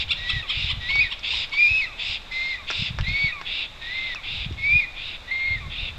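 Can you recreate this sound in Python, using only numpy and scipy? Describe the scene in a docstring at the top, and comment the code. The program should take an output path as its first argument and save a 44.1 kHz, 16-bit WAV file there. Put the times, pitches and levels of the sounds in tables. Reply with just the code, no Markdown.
"""A young black stork begs on its nest

Each call is an arched, breathy whistle from the bird's voice box, mostly breaking to a low note,
then a harsh hiss of air in its throat. Short chirps run through the first calls.
Its steps thump through the stick nest and snap twigs. The trees return a soft echo
over a steady wash of forest air. One microphone near the nest hears it all."""
import sys
import numpy as np
from scipy import signal
from scipy.fft import rfft, irfft
from scipy.io import wavfile
from scipy.ndimage import uniform_filter1d, map_coordinates

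SR = 44100
rng = np.random.default_rng(int(sys.argv[2]) if len(sys.argv) > 2 else 0)


def wav_out(sig):
    """Save sig, one row per channel (or a flat mono array), as 16-bit PCM at SR to the path in sys.argv[1]."""
    wavfile.write(sys.argv[1], SR, np.round(np.clip(np.atleast_2d(sig).T, -1, 1) * 32767).astype(np.int16))


N = 263718
TIME = np.arange(N) / SR


def whistles(overtone_db=-1, third_db=-28, breath_db=-3, jitter=.0062, hoarse_hz=280):
    """The voice box makes an unsteady, hoarse tone while air rushes through the open bill."""
    # Each row is a whistle: start, end and top of the climb in seconds, start and top pitch in Hz,
    # then in dB the tone's base level, its swell, and base levels of second harmonic, breath and rattle.
    high_notes = [ (.163, 0.425, .335, 1895, 1965, -29, 14, -39, -31, -42.5),
                  (0.799, 1.091, 1.0, 1915, 2057, -24.5, 15, -34, -27.5, -31.5),
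                  (1.514, 1.87, 1.63, 2220, 2311, -23.5, 9.5, -33.5, -32.5, -27),
                  (2.308, 2.58, 2.48, 2053, 2123, -27.5, 2, -41.5, -33, -34.5),
                  (3.028, 3.327, 3.22, 1950, 2097, -28.5, 8.5, -35.5, -30, -30),
                  (3.808, 4.159, 3.97, 1833, 2032, -31.5, 13, -46.5, -30.5, -36),
                  (4.572, 4.869, 4.79, 2170, 2288, -25.5, 8, -43, -35, -31),
                  (5.271, 5.602, 5.48, 1947, 1985, -33.5, 4, -45, -35.5, -37.5), ]
    # Each row is a low note: start and end in seconds, start pitch in Hz,
    # base levels of the tone and its second harmonic in dB.
    low_notes = [(0.423, 0.478, 1344, -44.5, -31.5), (1.864, 1.951, 1371, -46.5, -32.5),
                 (2.573, 2.647, 1275, -48, -37), (3.321, 3.425, 1262, -40.5, -29),
                 (4.154, 4.212, 1330, -49.5, -28), (5.602, 5.675, 1226, -44.5, -35)]
    # The tone colour of the breath. 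Each row: frequency in Hz, gain in dB.
    breath_colour = [(900, -22.5), (1750, -13.5), (2100, -2), (2550, 2.5), (3050, -7), (3650, 6.5),
                     (4050, -1.5), (4350, -13), (5200, -12), (5800, -26.5), (7600, -28.5), (8900, -57.5)]
    # The breath's treble changes as the bird turns. Each row: time in seconds, treble gain in dB.
    facing = [(0, 2), (1, -2), (1.7, 8), (2.4, 4), (3.2, -1.5), (4, -6), (4.7, 3), (5.4, -12)]
    air = noise(breath_colour)
    air = air + (amp(np.interp(TIME, *np.transpose(facing))) - 1) * treble_of(air)
    waver = 1 + jitter * wobble(150)
    flutter = amp(.9 * wobble(90) + 1.4 * wobble(22))
    # The air stream rattles the membrane, adding ragged sound just above and below the tone.
    rattle = np.exp(2j * np.pi * np.cumsum(hoarse_hz * (1 + .29 * wobble(60))) / SR)
    hoarse = .5 * (rattle * wobble(60) + wobble(49) / rattle)
    rasp = 1 + .22 * (wobble(300) + 1j * wobble(300))
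    notes = [whistle_shape(*row) for row in high_notes] + [low_note_shape(*row) for row in low_notes]
    out, ragged = np.zeros(N), np.zeros(N)
    for at, gate, hz, db, second_db, air_db, rattle_db in notes:
        wave = np.exp(2j * np.pi * np.cumsum(hz * waver[at]) / SR)
        # The tone falters while the pitch leaps.
        leap_speed = uniform_filter1d(np.gradient(np.log(hz)) * SR / 20, size=130)
        held = 1 / (1 + leap_speed ** 2)
        overtones = amp(second_db + overtone_db) * rasp[at] * (wave ** 2 + amp(third_db) * wave ** 3)
        tone = np.sqrt(2) * held * flutter[at] * (amp(db) * wave + overtones).imag
        out[at] += gate * (tone + amp(air_db + breath_db) * air[at])
        ragged[at] += gate * amp(rattle_db) * (hoarse[at] * wave).imag
    return out + coloured(ragged, breath_colour)


def whistle_shape(start, end, top_s, start_hz, top_hz, level_db, swell_db, second_db, air_db, rattle_db):
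    """A whistle climbs and swells, leaps in pitch, and sags as the air runs out."""
    # The voice slips up to a higher pitch, then drops back.
    # Each row: start, end and rise time in seconds, pitch step in Hz, level step in dB.
    leaps = [(.886, 1.049, .008, 200, 6.5), (1.002, 1.038, .008, 235, -1), (1.565, 1.819, .045, 107, 8),
             (1.684, 1.818, 0.0061, 166, -5), (3.062, 3.29, .008, 153, 6.5), (3.929, 4.089, 0.0088, 52, 0),
             (4.616, 4.813, .028, 19, 9), (4.638, 4.813, 0.13, 148, 1), (5.306, 5.566, 0.011, 148, 10)]
    sag_s, sag_to_hz, sag_db = .09, 1750, -12.5
    usual_hz, overtone_db_per_octave = 2122, -30
    at, t = span(start, end)
    to_climb = np.clip((top_s - t) / (top_s - start), 0, 1)
    sag = np.clip(1 - (end - t) / sag_s, 0, 1) ** 2.3
    hz = top_hz + (start_hz - top_hz) * np.sin(np.pi / 2 * to_climb) ** 2 + (sag_to_hz - top_hz) * sag
    db = level_db - swell_db * to_climb + sag_db * sag
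    for up, down, rise_s, step_hz, step_db in leaps:
        leapt = ramp(t, up, down, rise_s, release_s=.0098)
        hz, db = hz + step_hz * leapt, db + step_db * leapt
    # The throat passes less of the second harmonic as the pitch rises.
    throat_db = overtone_db_per_octave * np.log2(hz / usual_hz)
    effort_db = db - db.max()  # harmonic, breath and rattle partly follow the tone's level
    gate = ramp(t, start, end, attack_s=.013, release_s=.022)
    return (at, gate, hz, db, second_db + .5 * effort_db + throat_db,
            air_db + .31 * effort_db, rattle_db + .43 * effort_db)


def low_note_shape(start, end, start_hz, level_db, second_db, end_hz=1050, swell_db=10):
    """A whistle breaks into a low note that slides down; its second harmonic and breath die first."""
    at, t = span(start, end)
    progress = (t - start) / (end - start)
    hz = start_hz * (end_hz / start_hz) ** (progress ** .91)
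    db = level_db + swell_db * (np.sin(np.pi * progress) - 1)
    air_db, rattle_db = -45 - 13.5 * progress, db - 4.5
    gate = ramp(t, start, end, attack_s=.004, release_s=.0041)
    return at, gate, hz, db, second_db - 21 * progress, air_db, rattle_db


def hisses(usual_treble_db=-13, rasp_db=.5, rasp_hz=350, shut_db=-1.5, shut_treble_db=-4):
    """Air sputters in the throat, which rings higher as the bill opens and lower as it snaps shut."""
    # Each row is a hiss: start and end in seconds, base level in dB, treble setting in dB.
    bursts = [(-.18, .05, -22.5, -13), (.495, .722, -25, -16), (1.223, 1.468, -24.5, -11),
              (1.974, 2.188, -26.5, -11.5), (2.664, 2.911, -26, -11.5), (3.446, 3.674, -26, -21),
              (4.224, 4.475, -29, -18.5), (4.946, 5.178, -32, -21), (5.694, 5.919, -30, -27)]
    # The throat's tone colour in a hiss. Each row: frequency in Hz, gain in dB.
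    hiss_colour = [(900, -30), (1750, -25), (2050, -11.5), (2400, -3.5), (2700, 0), (3050, -9), (3600, 1.5),
                   (4000, -8.5), (4300, -14.5), (4750, -9.5), (5350, -18.5), (5800, -31), (7600, -29.5),
                   (8900, -65)]
    sputter = rng.standard_normal(N) * amp(rasp_db * wobble(rasp_hz))
    air = unit_level(coloured(sputter, hiss_colour))
    out, treble = np.zeros(N), treble_of(air)
    for start, end, level_db, treble_db in bursts:
        at, t = span(start, end)
        opening = np.sin(np.pi * ((t - start) / (end - start)) ** 1.25)
        # A shut bill makes the hiss duller and weaker.
        treble_gain = amp(treble_db + shut_treble_db * (1.5 - opening) - usual_treble_db)
        hiss = air[at] + (treble_gain - 1) * treble[at]
        loudness = amp(level_db + shut_db * (2 - opening))
        gate = ramp(t, start, end, attack_s=.025, release_s=.026)
        position = np.cumsum(1 + .09 * (opening - opening.mean()))  # played faster, it sounds higher
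        out[at] += gate * loudness * map_coordinates(hiss, [position], order=5, mode="mirror")
    return out


def chirps(harmonics=8, lowest_db=-37, lowest_db_per_octave=22):
    """The pitch flicks up and down, sweeping its harmonics through the ranges where the throat rings."""
    # Each row is a chirp: time of its top in seconds, base pitch in Hz, gain of its overtones in dB.
    flicks = [(.114, 1460, -16), (.301, 1386, -20.5), (.503, 1310, -20.5), (.709, 1264, -21.5),
              (.908, 1145, -26), (1.121, 1164, -25), (1.339, 1107, -29.5), (1.538, 1162, -31)]
    # The shape of every chirp. Each row: seconds from its top, share of the base pitch, gain in dB.
    shape = [(-.032, 0.51, -24), (-.016, 0.78, -13.5), (-.010, 0.8, -9.5), (-.004, 0.82, -1.5),
             (0, 0.97, -1.5), (.004, 0.93, 1), (.008, 0.77, -3), (.014, 0.76, -11.5), (.022, 0.43, -16)]
    # The throat's tone colour in a chirp. 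Each row: frequency in Hz, gain in dB.
    chirp_colour = [(1100, -24), (1450, -18.5), (1800, -17.5), (2300, -8.5), (2900, -1), (3500, -0.5),
                    (4100, -9), (4600, -21.5), (5400, -18.5), (6000, -55), (7300, -30.5), (8200, -38),
                    (9200, -60)]
    waver, scratch = 1 + .009 * wobble(500), amp(2 * wobble(300))
    out = np.zeros(N)
    for top_s, base_hz, overtones_db in flicks:
        at, gate, (share, db) = curves([(top_s + dt, share, db) for dt, share, db in shape])
        hz = base_hz * share
        phase = 2 * np.pi * np.cumsum(hz * waver[at]) / SR
        lowest = amp(lowest_db + lowest_db_per_octave * np.log2(share)) * np.sin(phase)
        overtones = sum(amp(look_up(chirp_colour, k * hz)) * np.sin(k * phase)
                        for k in range(2, harmonics + 1))
        out[at] += gate * amp(db) * np.sqrt(2) * scratch[at] * (lowest + amp(overtones_db) * overtones)
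    return out


def twigs(ring_s=.00032, tick_hz=5200, tick_s=.00013, rattle_db=-19, rattle_s=.008):
    """A dry stick, snapped or pecked, gives a dead knock and a bright tick; its neighbours rattle."""
    # Each row: time in seconds, base level in dB, knock pitch in Hz, tick compared with knock in dB.
    snaps = [(.957, -15.5, 950, -9), (1.194, -29.5, 1407, 1.5), (1.496, -42.5, 1300, 10),
             (2.22, -31.5, 1720, -11), (2.703, -8, 1140, -17.5), (2.711, -16, 1550, -0.5),
             (2.9876, -10, 1300, -21.5), (3.011, -21.5, 2900, -14), (3.087, -25.5, 1194, -1),
             (3.414, -14.5, 1200, -33), (3.417, -42, 900, -6), (4.148, -19, 1400, -5),
             (4.525, -30.5, 2700, -11)]
    # The tone colour of the sticks. Each row: frequency in Hz, gain in dB.
    twig_colour = [(100, -11), (500, -4.5), (5500, 10), (6500, -3.5), (8000, -3), (9200, -40)]
    out, t = np.zeros(N), np.arange(4000) / SR
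    for start, db, hz, tick_db in snaps:
        knock = np.sin(2 * np.pi * hz * t) * np.exp(-t / ring_s)
        tick = amp(tick_db) * np.sin(2 * np.pi * tick_hz * t) * np.exp(-t / tick_s)
        rattle = unit_level(signal.fftconvolve(rng.standard_normal(len(t)), knock + tick)[:len(t)])
        add(out, start, amp(db) * (knock + tick + amp(rattle_db) * rattle * np.exp(-t / rattle_s)))
    return coloured(out, twig_colour)


def nest(cycles=.55, half_thump_s=.03, resting_db=-49.5, step_sway_db=-17, step_sway_s=.023):
    """Each step or low twig knock swings the nest about once, with a thump; these and shuffling stir its low
    sway."""
    # Each row is a firm step or a low knock of a twig: time in seconds, base level in dB, pitch in Hz.
    thumps = [(.34, -26, 98.4), (.368, -20, 102.4), (0.576, -24, 72.9), (.645, -23, 96), (.734, -25.5, 94),
              (0.778, -24, 100), (0.99, -26.5, 90.5), (1.717, -24.5, 78.4), (2.103, -29.5, 74),
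              (2.797, -25, 97), (2.825, -21.5, 140), (2.909, -23, 125), (2.95, -24.5, 98), (3.006, -15, 93),
              (3.027, -20.5, 98), (3.084, -25, 131), (3.115, -21, 99), (3.246, -18, 113),
              (4.466, -22.5, 125), (4.511, -28, 275), (4.521, -22, 86.5), (4.758, -19.5, 106),
              (5.511, -30, 98), (5.563, -27.5, 90), (5.666, -29, 90.5), (5.687, -28, 98), (5.834, -31, 85)]
    # Each row is a spell of shuffling: start and end in seconds, level in dB.
    shuffles = [(-.1, 0.458, -44.5), (0.544, 1.104, -43.5), (1.305, 1.442, -44), (3.052, 3.163, -34),
                (4.276, 4.797, -40), (5.475, 6.1, -42.5)]
    # The rumble of the swaying nest. Each row: frequency in Hz, gain in dB.
    sway_colour = [(15, -9.5), (30, 2.5), (70, 1), (130, -8.5), (200, -15.5), (350, -31.5), (700, -65.5)]
    out, sway = np.zeros(N), np.full(N, amp(resting_db))
    t = np.arange(-half_thump_s, half_thump_s, 1 / SR)
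    for step_s, db, hz in thumps:
        thump = -np.sin(2 * np.pi * hz * t) * np.exp(-(hz * t / cycles) ** 2)
        add(out, step_s - half_thump_s, amp(db) * thump)
        sway += amp(db + step_sway_db) * np.exp(-abs(TIME - step_s) / step_sway_s)
    for start, end, db in shuffles:
        sway += amp(db) * ramp(TIME, start, end, attack_s=.034, release_s=.034)
    return out + noise(sway_colour) * sway


def tree_echo(x, first_s=.008, near_db=6, near_s=.013, echoes_per_s=1500):
    """The trunk and nest scatter early echoes, the trees many weak late ones."""
    # How long the echo lasts. Each row: frequency in Hz, seconds to fade by 60 dB.
    fade_times = [(500, 1), (2200, 0.66), (3700, 0.78), (8000, 0.18)]
    t = TIME[:SR]
    echoes = rng.standard_normal(SR) * (rng.random(SR) < echoes_per_s / SR) * (t > first_s)
    echoes *= 1 + amp(near_db) * np.exp(-t / near_s)
    hz, t, bands = signal.stft(echoes, SR, nperseg=256)
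    fade = amp(-60 * t / look_up(fade_times, hz)[:, None])
    tail = signal.istft(bands * fade, SR, nperseg=256)[1]
    return signal.fftconvolve(x, tail / np.linalg.norm(tail))[:N]


def forest(level_db=-42, swell_db=.4):
    """A steady wash of forest air and microphone hiss, with the calls' lingering ring."""
    # The tone colour of the wash. Each row: frequency in Hz, gain in dB.
    forest_colour = [(25, 12.5), (70, -5), (160, -6.5), (400, -11), (620, -7), (1150, -8), (1750, -9.5),
                     (2500, -5.5), (3100, -12.5), (3650, -0.5), (4300, -15), (5200, -19), (5900, -24),
                     (7600, -26), (8900, -37), (10500, -37.5), (11300, -35), (12500, -38), (14500, -44)]
    return amp(level_db + swell_db * wobble(6.3)) * noise(forest_colour)


def amp(db):
    """Turns decibels into a gain."""
    return 10 ** (np.asarray(db) / 20)


def unit_level(x):
    """Scales a sound to an average (rms) level of 1."""
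    return x / np.sqrt(np.mean(x ** 2) + 1e-20)


def look_up(points, hz):
    """Reads between the rows of a table, with octaves evenly spaced."""
    row_hz, value = np.transpose(points)
    return np.interp(np.log(hz + 1), np.log(row_hz + 1), value)


def coloured(x, colour):
    """Filters a sound by a table of gains."""
    return irfft(rfft(x) * amp(look_up(colour, np.fft.rfftfreq(len(x), 1 / SR))), len(x))


def noise(colour):
    """Noise of level 1 with the given tone colour."""
    return unit_level(coloured(rng.standard_normal(N), colour))


def wobble(rate_hz):
    """Random drift of level 1, mostly slower than the rate."""
    hz = np.fft.rfftfreq(N, 1 / SR)
    return unit_level(irfft(rfft(rng.standard_normal(N)) * np.exp(-(hz / rate_hz) ** 2), N))


def treble_of(x, split_hz=4250):
    """The part of a sound above the throat's main ringing."""
    return signal.sosfiltfilt(signal.butter(6, split_hz, "high", fs=SR, output="sos"), x)


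def ramp(t, start, end, attack_s, release_s):
    """Rises from 0 to 1, holds, and falls back."""
    return np.clip(np.minimum((t - start) / attack_s, (end - t) / release_s), 0, 1)


def span(start, end):
    """The samples between two times, and their times."""
    at = np.flatnonzero((TIME >= start) & (TIME <= end))
    return at, TIME[at]


def curves(rows, fade_s=.004):
    """The samples that a table covers, a fade in and out, and its columns as curves."""
    times, *columns = np.transpose(rows)
    start, end = times[0] - fade_s, times[-1] + fade_s
    at, t = span(start, end)
    return at, ramp(t, start, end, fade_s, fade_s), [np.interp(t, times, c) for c in columns]


def add(mix, start_s, sound):
    """Mixes a sound in at a time."""
    part = mix[max(round(start_s * SR), 0):][:len(sound)]
    part += sound[:len(part)]


def scene(echo_db=-14, chirp_echo_db=-8):
    """Bird, nest and forest at one microphone, alike in both channels."""
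    near, chirping = whistles() + hisses() + twigs(), chirps()
    echo = tree_echo(amp(echo_db) * near + amp(chirp_echo_db) * chirping)
    mono = near + chirping + echo + nest() + forest()
    return np.array([mono, mono])


def record(dry, cutoff_hz=14600):
    """Cuts off the highest treble."""
    low_pass = signal.firwin(511, cutoff_hz, window=("kaiser", 9), fs=SR)
    return signal.oaconvolve(dry, low_pass[None], "same")


dry = scene()
out = record(dry)
wav_out(out)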